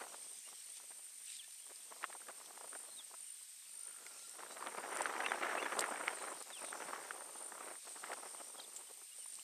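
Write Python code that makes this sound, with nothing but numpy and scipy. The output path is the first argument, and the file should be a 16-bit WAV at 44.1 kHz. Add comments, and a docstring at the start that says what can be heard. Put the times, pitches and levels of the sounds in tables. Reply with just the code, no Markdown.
"""Open scrubland where a herd of elephants shifts its feet, heard by a small, nearly mono microphone.
From the start, bush crickets near 9 kHz (rough tones cut into wing strokes) trill over steady hiss, birds
whistle short gliding sines, gusts (coloured noise) and pops (ringing noise scraps) hit the microphone,
dry grass rustles (patchy noise, ticks) and twigs snap (dying noise). Near 3.5 s the wind almost rests and
a faint far whistle begins; from 4.9 to 7 s gusts, pops and snaps are strongest, then the wind eases."""
import sys
import numpy as np
from scipy import signal
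from scipy.fft import rfft, irfft, next_fast_len
from scipy.io import wavfile
from scipy.ndimage import uniform_filter1d, map_coordinates

SR = 44100
rng = np.random.default_rng(int(sys.argv[2]) if len(sys.argv) > 2 else 0)


def wrap_up_sound(samples):
    """Save the sound to the file named by the first command line argument, as 16-bit audio."""
    columns = np.atleast_2d(samples).T
    # keep every value between -1 and 1, then stretch to whole-number steps
    tamed = np.clip(columns, -1, 1)
    steps = np.round(tamed * 32767).astype(np.int16)
    wavfile.write(sys.argv[1], SR, steps)


N = 415845
T = np.arange(N) / SR  # time of each sample, s

# In every (f/Hz, level/dB) colour table only the shape counts: the overall level is set elsewhere.
# gusts on the microphone, before lulls and random swing: (t/s, level/dB, upper against lower part/dB)
GUSTS = [(0.0, -58.5, -1), (0.29, -73, -10), (0.58, -74.5, -4), (0.86, -77.5, -8), (1.31, -84, 2),
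         (1.7, -83, -4), (1.84, -72.5, -9), (2.13, -68, -3), (2.26, -68.5, -2), (2.7, -67, -8),
         (3.07, -74, -5), (3.52, -93, 10.5), (3.81, -74, -5), (3.96, -69.5, 0), (4.33, -66, -5),
         (4.54, -59.5, -6), (4.88, -51, -0.5), (5.14, -48.5, 0), (5.83, -49.5, 1), (6.17, -53.5, 1.5),
         (6.43, -60, -5.5), (6.62, -59, -4), (6.8, -52, -5), (6.96, -54, -2), (7.27, -60, -7.5),
         (7.62, -60, -7), (7.83, -66.5, -6), (7.96, -68.5, -4), (8.06, -58.5, -4), (8.19, -61, -7.5),
         (8.82, -68.5, -8), (8.95, -74, -16), (9.19, -77.5, 0), (9.43, -76.5, -9)]
# moments when the wind drops: (t/s, change of level/dB, half length/s)
LULLS = [(.42, -12, 0.026), (.62, -8, 0.025), (2.19, -21, 0.0086), (3.06, -6, 0.038), (4.26, -6, 0.12),
         (6.445, -15, 0.017), (6.56, -8, 0.034), (7.81, -16, 0.026), (9.08, -9, 0.054)]
# colour of the wind's lower part: (f/Hz, level/dB)
DULL_COLOUR = [(40, -67), (100, -45), (200, -13.5), (350, 0), (550, 1.5), (800, 1.5), (1300, -2.5),
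               (2500, -44.5), (5000, -110)]
# colour of the wind's upper part: (f/Hz, level/dB)
BRIGHT_COLOUR = [(200, -66), (500, -20), (900, -12), (1300, -0.5), (2000, -4), (3000, -14), (5000, -32.5),
                 (9000, -40)]
# colour of the deepest buffeting: (f/Hz, level/dB)
RUMBLE_COLOUR = [(70, -30), (110, -11), (170, 0), (260, 2), (400, -24)]
# strong eddies bursting on the membrane, peak before ring and puff are mixed:
# (t/s, peak level/dB, centre f/Hz, push of wind against the peak/dB)
STRONG_POPS = [(0.017, -40.5, 1160, -17), (0.057, -56, 589, -26), (0.143, -39, 1050, -30),
               (0.306, -67, 1250, -24), (0.487, -46.5, 1260, -15), (0.527, -53, 869, -13),
               (0.689, -68, 2230, -32), (0.799, -48.5, 1020, -30), (0.834, -53, 2160, -20),
               (0.912, -51, 855, -11.5), (0.991, -61, 662, -11), (1.039, -65, 2230, -19),
               (1.213, -56.5, 1980, -15), (1.478, -57.5, 710, -32), (1.666, -51, 1110, -30),
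               (1.697, -58, 1190, -14), (1.712, -51.5, 497, -10), (1.922, -42.5, 1210, -17.5),
               (1.963, -54.5, 891, -12.5), (2.029, -34, 1960, -17.5), (2.041, -21.5, 1410, -43),
               (2.099, -43, 885, -15), (2.127, -38, 1560, -47), (2.149, -40, 842, -24),
               (2.216, -45, 1440, -23), (2.285, -39, 1350, -25), (2.3, -46, 1450, -15),
               (2.411, -46, 1040, -26), (2.506, -45, 905, -26), (2.575, -40.5, 1030, -34),
               (2.609, -42, 880, -43), (2.641, -41, 690, -32), (2.73, -43, 1340, -15),
               (2.751, -37, 1420, -19), (2.851, -51, 1340, -19), (2.89, -55.5, 947, -17),
               (2.938, -58, 807, -18), (2.997, -54, 786, -14), (3.112, -48, 824, -22),
               (3.14, -40.5, 1080, -25), (3.418, -63, 2140, -13), (3.879, -49, 1310, -22),
               (4.065, -41, 2150, -50), (4.169, -59, 1370, -11), (4.353, -46, 767, -16),
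               (4.403, -42, 1280, -16), (4.432, -36, 930, -21), (4.462, -41, 1450, -28),
               (4.507, -50, 600, -10), (4.569, -38, 1730, -24), (4.608, -40.5, 1480, -24),
               (4.624, -32.5, 1050, -28), (4.67, -29, 1590, -29), (4.687, -40.5, 1000, -26),
               (4.728, -46, 1240, -31), (4.787, -38, 950, -19), (4.799, -39, 999, -18),
               (4.875, -53, 641, -28), (4.925, -40, 608, -16), (4.963, -32, 1220, -42),
               (4.987, -39, 662, -28), (5.007, -25, 900, -25), (5.056, -21, 1370, -39),
               (5.098, -36, 734, -18), (5.151, -30.5, 920, -24), (5.203, -26, 1760, -26),
               (5.235, -31, 1420, -37), (5.262, -19, 1680, -42), (5.318, -21, 1570, -24),
               (5.343, -38, 729, -30), (5.417, -47, 1550, -34), (5.43, -47, 1380, -38),
               (5.451, -36, 912, -29), (5.465, -31.5, 1450, -26), (5.497, -30.5, 1410, -26),
               (5.53, -33, 970, -20), (5.551, -26, 830, -22), (5.573, -28, 1140, -21),
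               (5.626, -26, 1750, -23), (5.662, -25.5, 1570, -30), (5.756, -40, 802, -25),
               (5.788, -28, 1200, -22), (5.823, -26, 1680, -25), (5.84, -23, 1400, -26),
               (5.885, -32.5, 956, -21), (5.923, -31, 1310, -20), (5.943, -34, 748, -34),
               (6.008, -37, 755, -18), (6.062, -42, 1930, -23), (6.08, -16.5, 1980, -36),
               (6.102, -39, 915, -28), (6.124, -43, 595, -25), (6.184, -46, 2050, -39),
               (6.203, -49, 1380, -35), (6.229, -38, 644, -15.5), (6.283, -35, 1120, -17),
               (6.324, -37.5, 1050, -16.5), (6.412, -46, 950, -21), (6.503, -36, 1440, -25),
               (6.62, -40, 1480, -22), (6.639, -38.5, 538, -13.5), (6.728, -30, 1400, -39),
               (6.802, -39, 1320, -26), (6.821, -32.5, 1250, -18), (6.882, -39, 867, -26),
               (6.932, -28.5, 1190, -36), (6.961, -34, 1170, -25), (7.025, -51, 549, -21),
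               (7.107, -28, 1440, -57), (7.162, -47, 510, -14), (7.207, -37, 1060, -31),
               (7.29, -48.5, 910, -14), (7.382, -59, 510, -22), (7.42, -50, 1010, -15),
               (7.52, -36, 1050, -38), (7.551, -41, 991, -20), (7.578, -41, 1060, -29),
               (7.606, -38.5, 1230, -25), (7.628, -44.5, 1760, -11), (7.643, -43.5, 573, -12),
               (7.675, -41.5, 1040, -11), (7.712, -45, 746, -11), (7.753, -53.5, 1080, -9),
               (7.879, -51, 783, -9.5), (7.967, -46, 999, -13.5), (8.039, -31.5, 1550, -29),
               (8.103, -44, 1120, -12.5), (8.117, -33, 1890, -37), (8.131, -30.5, 1520, -24),
               (8.175, -45, 970, -13.5), (8.197, -45, 1100, -33), (8.232, -43.5, 977, -18),
               (8.263, -42, 826, -15.5), (8.347, -40, 970, -25), (8.408, -48, 1290, -10.5),
               (8.554, -51.5, 530, -14), (8.593, -51.5, 912, -8), (8.79, -50, 1070, -22),
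               (8.81, -49, 1320, -29), (8.908, -52, 533, -17), (9.017, -53, 915, -16),
               (9.183, -57, 503, -29), (9.258, -48.5, 1150, -37), (9.387, -49.5, 1110, -18)]
# rustle of grass and leaves, before a fixed lift: (t/s, level/dB)
RUSTLE_LEVEL = [(0.0, -61.5), (0.71, -60), (1.02, -69), (1.52, -63.5), (2.18, -66), (4.62, -64.5),
                (5.07, -59), (6.72, -60.5), (7.8, -66.5), (7.98, -60.5), (9.06, -66.5), (9.43, -61.5)]
# a body sweeping through tall grass, before the same lift: (t of the peak/s, level/dB, half length/s)
SWISHES = [(0.77, -67, 0.016), (1.32, -55, 0.065), (4.207, -66.5, 0.1), (4.52, -59, 0.027),
           (5.45, -71, 0.013), (6.65, -67, 0.08), (7.887, -67.5, 0.061)]
# colour of the dry grass: (f/Hz, level/dB)
GRASS_COLOUR = [(1000, -40), (1700, -10), (3000, -6), (4500, -5.5), (5900, -1), (6800, -6.5), (8500, 5.5),
                (10500, -15.5), (14400, -28.5)]
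# twigs and stalks breaking, peak before the two parts are mixed:
# (t/s, peak level/dB, centre f/Hz, time to fall 60 dB/ms, share of broad crack/0-1)
TWIG_SNAPS = [(0.4994, -47, 8060, 17, 0.35), (0.7694, -38, 7400, 13, 0.6), (1.3664, -37, 7850, 15, 0.66),
              (1.443, -41, 7960, 15, 0.7), (1.5087, -45, 8220, 13, 0.8), (1.759, -40, 4670, 14, 0.58),
              (2.4594, -43.5, 3470, 12, 0.73), (4.0647, -36, 2140, 15, 0.6), (4.2946, -35, 7750, 15, 0.4),
              (4.956, -30, 7830, 10, 0.36), (4.9706, -30, 7800, 12, 0.67), (5.0188, -26, 7900, 12.8, 0.35),
              (5.7919, -17.5, 7650, 19, 0.63), (5.8067, -23.5, 8100, 32, 0.5),
              (6.4038, -38, 7850, 5.5, 0.3), (6.4245, -36, 7800, 16, 0.66), (8.135, -36.5, 7800, 7.4, 0.95),
              (8.763, -31, 7560, 49, 0.38), (9.336, -40, 8000, 15, 0.4), (9.354, -35, 8200, 14, 0.6),
              (9.395, -40, 2970, 10, 0.6)]
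# nearest bush crickets, level before roughness: (wing tone f/Hz, [(end of a trill t/s, level/dB)])
CRICKET_TRILLS = [(9000, [(.229, -58), (.787, -52.5), (1.305, -52.5), (1.853, -56), (2.374, -63),
                  (2.876, -55.5), (3.351, -50.5), (3.899, -49.5), (4.454, -60), (5.074, -48), (5.656, -56),
                  (6.158, -62), (6.714, -66), (7.244, -58), (7.793, -53.5), (8.338, -54.5), (8.858, -63),
                  (9.35, -49.5)]), (9060, [(.497, -56), (1.05, -57.5), (1.668, -54), (2.241, -71),
                  (2.838, -54), (3.351, -58), (3.899, -52), (4.378, -57), (4.825, -54.5), (5.366, -55),
                  (5.91, -51), (6.432, -51), (6.919, -55), (7.492, -49.5), (8.003, -55), (8.552, -54),
                  (9.059, -62)]), (8900, [(.5, -63), (1.42, -58), (2.241, -60.5), (2.933, -58),
                  (3.975, -51.5), (5.347, -57), (5.656, -59), (6.312, -53.5), (6.715, -48), (7.271, -51),
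                  (8.82, -58), (9.33, -59)])]
# colour of the far crickets: (f/Hz, level/dB)
CHORUS_COLOUR = [(6500, -86), (7200, -9), (8000, -5.5), (8700, 9), (9200, 3), (9600, -54), (10500, -92)]
# bird notes, before resonance and flutter: (start t/s, length/s, first f/Hz, last f/Hz, level/dB)
BIRD_NOTES = [(0.447, 0.037, 2760, 2880, -64), (1.335, .04, 4020, 3980, -68),
              (1.376, .062, 4000, 2100, -60), (1.42, 0.034, 3560, 3540, -67),
              (1.435, 0.033, 2550, 2790, -68), (1.422, .04, 1765, 1775, -66), (1.578, .04, 2980, 2920, -69),
              (1.62, 0.032, 3200, 3180, -69.5), (2.874, 0.086, 4070, 4170, -66),
              (2.962, 0.058, 4060, 3200, -58.5), (3.264, 0.055, 2910, 2900, -69),
              (5.236, 0.037, 2570, 2880, -47.5), (5.276, 0.035, 3720, 3400, -58),
              (5.568, 0.049, 2520, 2900, -49.5), (5.615, 0.04, 3520, 3340, -59),
              (6.1, .035, 3170, 3160, -68), (6.11, 0.19, 4100, 4140, -68), (6.501, 0.12, 4190, 2040, -60),
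              (8.375, .035, 2930, 2980, -68), (8.575, 0.051, 3300, 3080, -62),
              (8.598, 0.0093, 4500, 3400, -49), (8.614, .02, 2400, 2250, -66),
              (8.611, 0.042, 5200, 3270, -58), (8.861, .035, 3100, 2960, -69),
              (9.106, .04, 2880, 2770, -67), (9.19, 0.059, 3160, 2790, -68)]
# colour of the far air and the microphone's own noise: (f/Hz, level/dB)
HISS_COLOUR = [(18, -57), (30, -32), (82, -43), (418, -41), (840, -23), (1560, -19), (2070, -13.5),
               (6810, -11.5), (8810, -2), (10000, -12), (14400, -14.5)]
# colour of what differs between left and right, applied to the shared sound: (f/Hz, level/dB)
SIDE_COLOUR = [(60, -47), (240, 4), (940, -45), (3690, -43.5), (14600, -2.5)]

FLICKER_DB = 0.5  # size of the wind's random swing
BRIGHT_GROWS = 0.12  # dB of extra brightness per dB of that swing
RUMBLE_DB, RUMBLE_FOLLOWS = -86, 0.53  # middle level; share of the gust's swing it follows
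PUSH_S, PUSH_BRIGHT_DB = 0.011, -7.5  # half length of a push; its upper part against its lower
# lesser eddies: average-size rate (before uneven gaps), peak over the wind, scatter, usual centre
SMALL_PER_S, SMALL_DB, SMALL_SPREAD_DB, SMALL_HZ = 85, 9, 4.5, 1350
SMALL_MAX = 1100  # most lesser eddies that can be drawn
TRILL_S, SWELL_S, STOP_S = 0.26, 0.14, 0.004  # trill length, slow start, quick stop
STROKES_PER_S = 51.5  # wing strokes
CHORUS_DB, CHORUS_SWING_DB = -61, 4  # far crickets: middle level, size of the random swing
BEAK_HZ, BEAK_WIDTH_HZ, BEAK_DB = 3400, 390, 5.5  # resonance that lifts bird notes crossing it
WHISTLE_S, WHISTLE_LENGTH_S = 3.65, 0.88  # start and length
WHISTLE_HZ, WHISTLE_END_HZ, WHISTLE_DB = 1360, 1410, -72  # pitch at the start and at the end of the glide; level before wavering
TOP_HZ = 14430  # upper limit of the sound kept


def wind():
    """Air tumbles over the microphone in short lumps of limited size; stronger swings are also brighter."""
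    swing_db = FLICKER_DB * wobble(25)
    level_db = gust() + swing_db
    bright_db = curves(GUSTS)[1] + BRIGHT_GROWS * swing_db + 3 * wobble(25)
    # tanh keeps the random swings within bounds
    lumps = np.tanh(0.35 * wobble(70) + 0.45 * wobble(200))
    grain = np.tanh(0.36 * wobble(330))
    dull = coloured(amp(7.2 * lumps + 6 * grain) * rng.standard_normal(N), DULL_COLOUR)
    bright = coloured(amp(5 * lumps + 15.2 * grain) * rng.standard_normal(N), BRIGHT_COLOUR)
    rumble_db = RUMBLE_DB + RUMBLE_FOLLOWS * (level_db - level_db.mean()) + 3.5 * wobble(22)
    rumble = amp(rumble_db) * coloured(rng.standard_normal(N), RUMBLE_COLOUR)
    dull_level = amp(level_db) + push()
    bright_level = amp(level_db + bright_db) + amp(PUSH_BRIGHT_DB) * push()
    return dull_level * dull + bright_level * bright + rumble


def gust():
    """Strength of the wind in dB: the gusts with their brief lulls."""
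    return curves(GUSTS)[0] + bumps(LULLS)


def push():
    """Each strong eddy carries a short swell of wind with it."""
    return bumps([(s, amp(db + low_db), PUSH_S) for s, db, hz, low_db in STRONG_POPS])


def pops():
    """Each eddy rings briefly at its own pitch inside a longer, ragged puff; the cover dulls the puff."""
    out, t = np.zeros(N + SR), np.arange(SR // 40) / SR
    rows = [row[:3] for row in STRONG_POPS] + small_pops()
    cover = signal.butter(2, 2200, fs=SR)
    puff_time = t / 0.0025
    noises = rng.standard_normal((len(STRONG_POPS) + SMALL_MAX, 2, len(t)))
    for (s, db, hz), noise in zip(rows, noises):
        ring_time = t * hz / 1.76  # higher pitches die sooner
        ring = burst(noise[0] * ring_time * np.exp(-ring_time ** 2), hz, width=0.56)
        steps_db = 6 * np.repeat(noise[0, ::40], 40)[:len(t)]  # a new gain every 40 samples
        ragged = noise[1] * puff_time * np.exp(-puff_time) * amp(steps_db)
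        puff = burst(signal.lfilter(*cover, ragged), hz, width=1.87)
        out[round(s * SR):][:len(t)] += amp(db) * (0.7 * ring + 0.3 * puff)
    return out[:N]


def small_pops():
    """Lesser eddies come by chance and grow with the wind: rows of (t/s, peak level/dB, centre f/Hz)."""
    draw = rng.standard_normal((SMALL_MAX, 3))
    s = np.cumsum(np.exp(0.6 * draw[:, 0])) / SMALL_PER_S
    wind_db = 20 * np.log10(amp(gust() + curves(GUSTS)[1]) + push())
    scatter_db = SMALL_SPREAD_DB * np.clip(draw[:, 1], -2, 1.6)
    db = np.interp(s, T, wind_db) + SMALL_DB + scatter_db
    hz = SMALL_HZ * np.exp(0.31 * np.clip(draw[:, 2], -2, 2))
    return [row for row in zip(s, db, hz) if row[0] < N / SR]


def grass():
    """Dry stalks brush: patchy hiss with sparse small ticks, swelling where a body sweeps by."""
    level_db, = curves(RUSTLE_LEVEL)
    level = amp(level_db) + bumps([(s, amp(db), half) for s, db, half in SWISHES])
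    ticks = (rng.random(N) < 0.004) * amp(3.3 * rng.random(N)) * rng.standard_normal(N)
    stalks = coloured(patchy(depth_db=3.5) + 0.41 * unit(ticks), GRASS_COLOUR)
    return amp(2.5) * level * stalks


def snaps():
    """A breaking stalk gives a sharp broad crack that dies at once, mixed with the stalk's own colour."""
    out, t = np.zeros(N + SR), np.arange(SR // 10) / SR
    noises = rng.standard_normal((len(TWIG_SNAPS), len(t)))
    for (s, db, hz, ms, broad), noise in zip(TWIG_SNAPS, noises):
        crack = noise * amp(-60 * t / (ms / 1000))
        wide = burst(crack, 5800, width=1.2)
        stalk = burst(crack, hz, width=0.16)
        out[round(s * SR):][:len(t)] += amp(db) * (broad * wide + (1 - broad) * stalk)
    return out[:N]


def crickets():
    """Wing strokes about 19 ms apart pulse a rough tone; trills swell and stop short over a far chorus."""
    near = np.zeros(N)
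    for hz, trills in CRICKET_TRILLS:
        level = np.zeros(N)
        for end, db in trills:
            k = slice(max(0, round((end - TRILL_S) * SR)), round(end * SR))
            left = end - T[k]  # time until the trill ends
            strokes = np.sin(np.pi * np.clip(left * STROKES_PER_S % 1 / 0.71, 0, 1))
            edges = np.clip(np.minimum(left / STOP_S, (TRILL_S - left) / SWELL_S), 0, 1)
            level[k] += amp(db) * strokes * edges
        rough_hz = hz + 40 * wobble(300) + 15 * wobble(4)
        near += level * amp(0.97 * wobble(60)) * tone(rough_hz)
    far = coloured(amp(2.5 * wobble(90)) * patchy(depth_db=1.8), CHORUS_COLOUR)
    return near + amp(CHORUS_DB + CHORUS_SWING_DB * wobble(4)) * far


def birds():
    """Notes glide steadily in pitch, loudest mid-note or near a resonance; moving air makes them flutter."""
    out, waver_hz = np.zeros(N), 45 * wobble(90)
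    for s, length, first_hz, last_hz, db in BIRD_NOTES:
        k = slice(round(s * SR), round((s + length) * SR))
        u = np.abs(T[k] - s) / length  # 0 to 1 through the note
        hz = first_hz + (last_hz - first_hz) * u
        beak_db = BEAK_DB * np.exp(-((hz - BEAK_HZ) / BEAK_WIDTH_HZ) ** 2)
        shape = np.abs(np.sin(np.pi * u)) ** 0.8
        out[k] += amp(db + beak_db) * shape * tone(hz + waver_hz[k])
    return out * amp(4.5 * np.tanh(wobble(130)))


def whistle():
    """A faint, breathy far whistle: a sine with shaky pitch and level that rises a little."""
    hz = np.interp(T, [WHISTLE_S, WHISTLE_S + WHISTLE_LENGTH_S], [WHISTLE_HZ, WHISTLE_END_HZ])
    level = amp(WHISTLE_DB) * arch(WHISTLE_S, WHISTLE_LENGTH_S) * amp(2.9 * wobble(60))
    return level * tone(hz + 35 * wobble(120))


def hiss():
    """Far air and the microphone's own noise form a steady floor of coloured noise."""
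    return amp(-59) * coloured(rng.standard_normal(N), HISS_COLOUR)


def amp(db):
    """Turn dB into gain."""
    return 10 ** (np.asarray(db) / 20)


def unit(x):
    """Bring x to an average strength (rms) of 1."""
    return x / np.sqrt(np.mean(x ** 2) + 1e-20)


def curves(rows):
    """Join table rows by straight lines: one curve for each column after the time."""
    s, *cols = np.transpose(rows)
    return [np.interp(T, s, c) for c in cols]


def wobble(rate):
    """A smooth random curve through `rate` random points a second."""
    return map_coordinates(rng.standard_normal(N // 20), [T * rate])


def bumps(rows):
    """A sum of bell shapes from rows of (t/s, height, half length/s)."""
    out = np.zeros(N)
    for s, height, half in rows:
        k = slice(max(0, round((s - 3 * half) * SR)), round((s + 3 * half) * SR))
        out[k] += height * np.exp(-((T[k] - s) / half) ** 2)
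    return out


def arch(start, length):
    """0 outside a span, half a sine wave inside it."""
    return np.sin(np.pi * np.clip((T - start) / length, 0, 1))


def coloured(x, points):
    """Shape x by a colour table of (f/Hz, level/dB), then bring it to rms 1."""
    m = next_fast_len(N + 8192)  # spare room at the end
    f, db = np.transpose(points)
    log_f = np.log(np.fft.rfftfreq(m, 1 / SR) + 1)
    gain = amp(np.interp(log_f, np.log(f + 1), db, left=-120, right=-120))
    return unit(irfft(rfft(x, m) * gain, m)[:N])


def patchy(depth_db):
    """White noise with soft patches of random gain in time and pitch."""
    z = signal.stft(rng.standard_normal(N), nperseg=512)[2]
    field = uniform_filter1d(rng.standard_normal(z.shape), size=6, axis=0)
    field = uniform_filter1d(field, size=10, axis=1)
    return signal.istft(z * amp(depth_db * unit(field)), nperseg=512)[1][:N]


def burst(noise, hz, width):
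    """A scrap of noise sent twice through a resonance (width is a share of hz), peak 1."""
    b, a = signal.iirpeak(hz, 1 / width, SR)
    x = signal.lfilter(b, a, signal.lfilter(b, a, noise))
    return x / np.max(np.abs(x))


def tone(hz):
    """A sine that follows a pitch curve, rms 1."""
    return np.sqrt(2) * np.sin(2 * np.pi * np.cumsum(hz) / SR)


def scene():
    """Both channels carry nearly the same sound; a very faint, flickering difference sets them apart."""
    mid = wind() + pops() + grass() + snaps() + crickets() + birds() + whistle() + hiss()
    side = amp(-84) * coloured(wobble(30) * mid, SIDE_COLOUR)
    return np.array([mid + side, mid - side])


def record(dry):
    """Keep nothing above the upper band limit."""
    return irfft(rfft(dry) * (np.fft.rfftfreq(N, 1 / SR) < TOP_HZ), N)


dry = scene()
out = record(dry)
wrap_up_sound(out)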